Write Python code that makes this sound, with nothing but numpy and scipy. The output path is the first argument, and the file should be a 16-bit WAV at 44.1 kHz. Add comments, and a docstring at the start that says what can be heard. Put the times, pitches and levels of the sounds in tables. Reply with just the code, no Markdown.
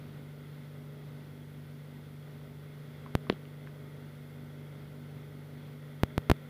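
"""A slow ceiling fan

A ceiling fan turns slowly in a small room, close to a phone microphone. Its motor hums: the spinning
rotor makes tones, and the magnetic pull of the mains adds more beside them, over a soft rush of air.
A few light ticks and one snapping knock sound nearby. Sharp electrical pops jump in the microphone line."""
import sys
import numpy as np
from scipy import signal
from scipy.fft import rfft, irfft, next_fast_len
from scipy.io import wavfile
from scipy.ndimage import map_coordinates

SR = 44100
rng = np.random.default_rng(int(sys.argv[2]) if len(sys.argv) > 2 else 0)


def unload_audio(sound):
    """Save the sound as a 16-bit wav file, at the path given as the first command line argument."""
    columns = np.transpose(np.atleast_2d(sound))
    # keep every value between -1 and 1, then stretch to whole-number steps
    steps = np.round(np.clip(columns, -1, 1) * 32767)
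    wavfile.write(sys.argv[1], SR, steps.astype(np.int16))


N = 286209
T = np.arange(N) / SR
ROTOR_HZ, PULL_HZ = 49.065, 120.03  # how fast the rotor ripples and the mains pulls

# The room's echo. Each row: frequency in Hz, seconds to fade by 60 dB.
ROOM_FADE = [(150, 0.17), (2000, 0.13), (9000, 0.1)]
# Light ticks. Each row: start in seconds, level in dB, pitch in Hz.
LIGHT_TICKS = [(3.0623, -32, 1030), (3.269, -41, 1200), (3.3246, -32, 3400), (3.454, -42, 3180),
               (3.666, -42, 3500), (3.673, -38, 1700), (6.366, -42.5, 3600)]
# A knock and its rebound. Each row: start in seconds, strength in dB, contact time in seconds.
KNOCK_HITS = [(3.2985, -8.7, 0.000099), (3.3236, -20, 0.0014)]
# The knocked casing's tones. Each row: pitch in Hz, relative level in dB, seconds to fade by 60 dB.
CASING_TONES = [(192, -6, 0.026), (407, -3.5, 0.019), (690, -10, 0.012), (1050, -12.5, 0.013),
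                (1920, -4, 0.0037), (3020, -2, 0.0028), (4030, -3.5, 0.0022)]
# Electrical pops. Each row: start in seconds, size of the jump in dB.
VOLTAGE_JUMPS = [(3.15259, -9.5), (6.03458, -7.4), (6.17955, -10.9), (6.2194, -42), (6.29853, -7.9),
                 (6.30138, -7.5), (6.31506, -5.2)]
# The rush of air. Each row: frequency in Hz, level in dB per Hz.
AIR_SPECTRUM = [(10, -102), (25, -100), (60, -100), (85, -86), (140, -76.5), (175, -82.5), (220, -80.5),
                (300, -88.5), (480, -93.5), (780, -98), (1100, -99), (2700, -103), (4400, -104),
                (9000, -122)]
# How the bearing's rub rises and falls. Each row: time in seconds, relative level in dB.
RUB_LEVELS = [(0.0, -62.5), (2.08, -63.5), (3.36, -61.5), (5.51, -62.5), (6.2, -61), (6.49, -59.5)]
# Where the motor housing rings. Each row: centre in Hz, width in Hz, gain in dB.
HOUSING_RESONANCES = [(459, 185, -90), (592, 68, -90), (1396, 380, -95), (1900, 107, -96),
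                      (2087, 304, -93.5), (3300, 164, -93.5), (3536, 145, -96)]
# The hum's clearest tones. Each row: multiple of ROTOR_HZ, added multiple of PULL_HZ, level in dB.
STRONG_TONES = [(0, 1, -64), (0, 2, -57.3), (2, 0, -59.8), (3, 0, -47.4), (4, 0, -68.6), (5, 0, -65),
                (6, 0, -66), (6, 1, -63.6), (8, 0, -70.5), (10, 1, -70.8), (18, 0, -77.5), (23, 1, -78.5),
                (26, 2, -77)]
# The microphone's tone colour. Each row: frequency in Hz, gain in dB.
MIC_RESPONSE = [(1500, 0), (2700, -1.38), (3600, -2), (4500, -4.5), (7200, -11), (8800, -9.5),
                (10800, -4.5), (12000, -5.5), (15000, -4.5)]


def amp(db):
    """Turn decibels into a gain."""
    return 10 ** (np.asarray(db) / 20)


def along(points, hz):
    """Read between rows of (Hz, value) on a logarithmic frequency scale."""
    freqs, values = np.transpose(points)
    return np.interp(np.log(hz + 1), np.log(freqs), values)


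def wobble(rate):
    """A smooth curve through `rate` random values a second."""
    return map_coordinates(rng.standard_normal(int(N * rate / SR) + 4), [T * rate + 1])


def filtered(x, response):
    """Scale each frequency in x by the gain response(hz)."""
    size = next_fast_len(N + SR // 2)
    return irfft(rfft(x, size) * response(np.fft.rfftfreq(size, 1 / SR)), size)[:N]


def hiss():
    """White noise with a power of one per Hz."""
    return rng.standard_normal(N) * np.sqrt(SR / 2)


def room_echo(x):
    """The walls answer with a short echo whose treble dies first."""
    hz, t, noise = signal.stft(rng.standard_normal(SR // 2), SR, nperseg=256)
    fade = amp(-60 * t / along(ROOM_FADE, hz)[:, None])
    tail = signal.istft(noise * fade, SR, nperseg=256)[1]
    return signal.fftconvolve(x, tail / np.linalg.norm(tail))[:N]


def ticks(fade_cycles=11, grit=0.45, room_db=-7):
    """Each small contact rings briefly with a little grit; lower ones last longer."""
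    out, t = np.zeros(N + SR), np.arange(SR // 10) / SR
    for start, db, hz in LIGHT_TICKS:
        lowpass = signal.butter(4, min(1.25 * hz, SR / 3), fs=SR)
        scrape = signal.lfilter(*lowpass, rng.standard_normal(len(t)))
        fade = amp(db - 60 * hz * t / fade_cycles)
        tick = np.sin(2 * np.pi * hz * t) + grit * scrape / scrape.std()
        out[round(start * SR):][:len(t)] += fade * tick
    return out[:N] + amp(room_db) * room_echo(out[:N])


def knock(room_db=-20, bass_cut_hz=45, crack_db=-16, crack_fade_s=0.0075):
    """A bump makes a casing crack and ring briefly; the rebound touches longer, so it sounds duller."""
    out, t = np.zeros(N + SR), np.arange(SR // 10) / SR
    ring = sum((-1) ** k * amp(db - 60 * t / fade_s) * np.sin(2 * np.pi * hz * t)
               for k, (hz, db, fade_s) in enumerate(CASING_TONES))
    crack = amp(crack_db - 60 * t / crack_fade_s) * rng.standard_normal(len(t))
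    # a small casing gives off little bass
    blow = signal.lfilter(*signal.butter(1, bass_cut_hz, 'high', fs=SR), ring + crack)
    for start, db, contact_s in KNOCK_HITS:
        push = np.sin(np.pi * np.minimum(t / contact_s, 1))
        hit = signal.fftconvolve(blow, push / push.sum())[:len(t)]
        out[round(start * SR):][:len(t)] += amp(db) * hit
    return out[:N] + amp(room_db) * room_echo(out[:N])


def pops(bass_cut_hz=104, damping=0.58):
    """The voltage jumps; the input's bass filter pulls it back, swinging past zero. There is no echo."""
    jumps, t = np.zeros(N), np.arange(SR // 20) / SR
    for start, db in VOLTAGE_JUMPS:
        jumps[round(start * SR)] += amp(db)
    angle = np.arccos(damping)
    phase = 2 * np.pi * bass_cut_hz * t
    swing = np.sin(angle - np.sin(angle) * phase) / np.sin(angle)
    return signal.fftconvolve(jumps, np.exp(-damping * phase) * swing)[:N]


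def air(swell_db=1.4, boom_hz=72, boom_half_width_hz=2, boom_db=-77):
    """The blades push a soft, uneven rush of air, which booms faintly at a low note of the room."""
    boom = lambda hz: amp(boom_db) / (1 + ((hz - boom_hz) / boom_half_width_hz) ** 2)
    rush = filtered(hiss(), lambda hz: amp(along(AIR_SPECTRUM, hz)) + boom(hz))
    return rush * amp(swell_db * wobble(6))


def whirr(harmonics=54, spread_db=5):
    """The motor's many faint tones blend into a whirr with a power of about one per Hz."""
    out, position = np.zeros(N), np.linspace(0, 1, 4096)
    multiples = np.arange(1, harmonics + 1)[:, None]
    for pull in range(3):
        levels = amp(spread_db * rng.standard_normal(multiples.shape))
        phases = 2 * np.pi * (multiples * position + rng.random(multiples.shape))
        one_cycle = np.sum(levels * np.exp(1j * phases), axis=0)
        rotor_tones = np.interp(ROTOR_HZ * T % 1, position, one_cycle)
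        out += np.real(rotor_tones * np.exp(2j * np.pi * pull * PULL_HZ * T))  # shift up by the pull
    return out / out.std() * np.sqrt(harmonics * ROTOR_HZ)


def bearing(flutter_db=1.0, rub_db=-2, whirr_db=-4, rub_depth=1.5):
    """The bearing's rub and the motor's whirr sound through the ringing housing."""
    times, levels = np.transpose(RUB_LEVELS)
    drift_db = rub_depth * np.interp(T, times, levels - np.median(levels))
    pressure = amp(drift_db + flutter_db * wobble(28))
    shaking = pressure * (amp(rub_db) * hiss() + amp(whirr_db) * whirr())
    housing = lambda hz: sum(amp(db) / (1 + (2 * (hz - centre) / width) ** 2)
                             for centre, width, db in HOUSING_RESONANCES)
    return filtered(shaking, housing)


def tone_db(ripple, pull, faint_db=-73.5, corner_hz=487, db_per_octave=15.5, db_per_pull=2):
    """A hum tone's level: listed if strong, else weaker with higher pitch and each step of mains pull."""
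    strong = {(r, p): db for r, p, db in STRONG_TONES}
    octaves = np.log2(max((ripple * ROTOR_HZ + pull * PULL_HZ) / corner_hz, 1))
    return strong.get((ripple, pull), faint_db - db_per_octave * octaves - db_per_pull * abs(pull))


def motor_hum(waver_db=2.0, waver_radians=0.19, loudest_waver_db=0.6):
    """The rotor's ripple and the mains pull mix, making tones at their sums and differences."""
    loudest = max(db for _, _, db in STRONG_TONES)
    out = np.zeros(N)
    for pull in (-1, 0, 1, 2):
        # the passing blades stir the sound's paths; the loudest tone wavers only a little
        stir = amp(waver_db * wobble(5)) * np.exp(1j * waver_radians * wobble(5))
        for ripple in range(28):
            hz, db = ripple * ROTOR_HZ + pull * PULL_HZ, tone_db(ripple, pull)
            if hz >= (PULL_HZ if pull else ROTOR_HZ):
                waver = amp(loudest_waver_db * wobble(5.2)) if db == loudest else stir
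                tone = np.exp(2j * np.pi * (hz * T + rng.random()))
                out += amp(db) * np.real(waver * tone)
    return np.sqrt(2) * out


def scene(hiss_db=-104.5):
    """The fan, small contacts in the room, and the microphone's own hiss and pops."""
    fan = motor_hum() + air() + bearing()
    return (fan + ticks() + knock() + amp(hiss_db) * hiss() + pops())[None]


def record(dry, top_hz=15550):
    """The microphone softens the treble and keeps nothing above top_hz."""
    return filtered(dry[0], lambda hz: amp(along(MIC_RESPONSE, hz)) * (hz < top_hz))[None]


dry = scene()
out = record(dry)
unload_audio(out)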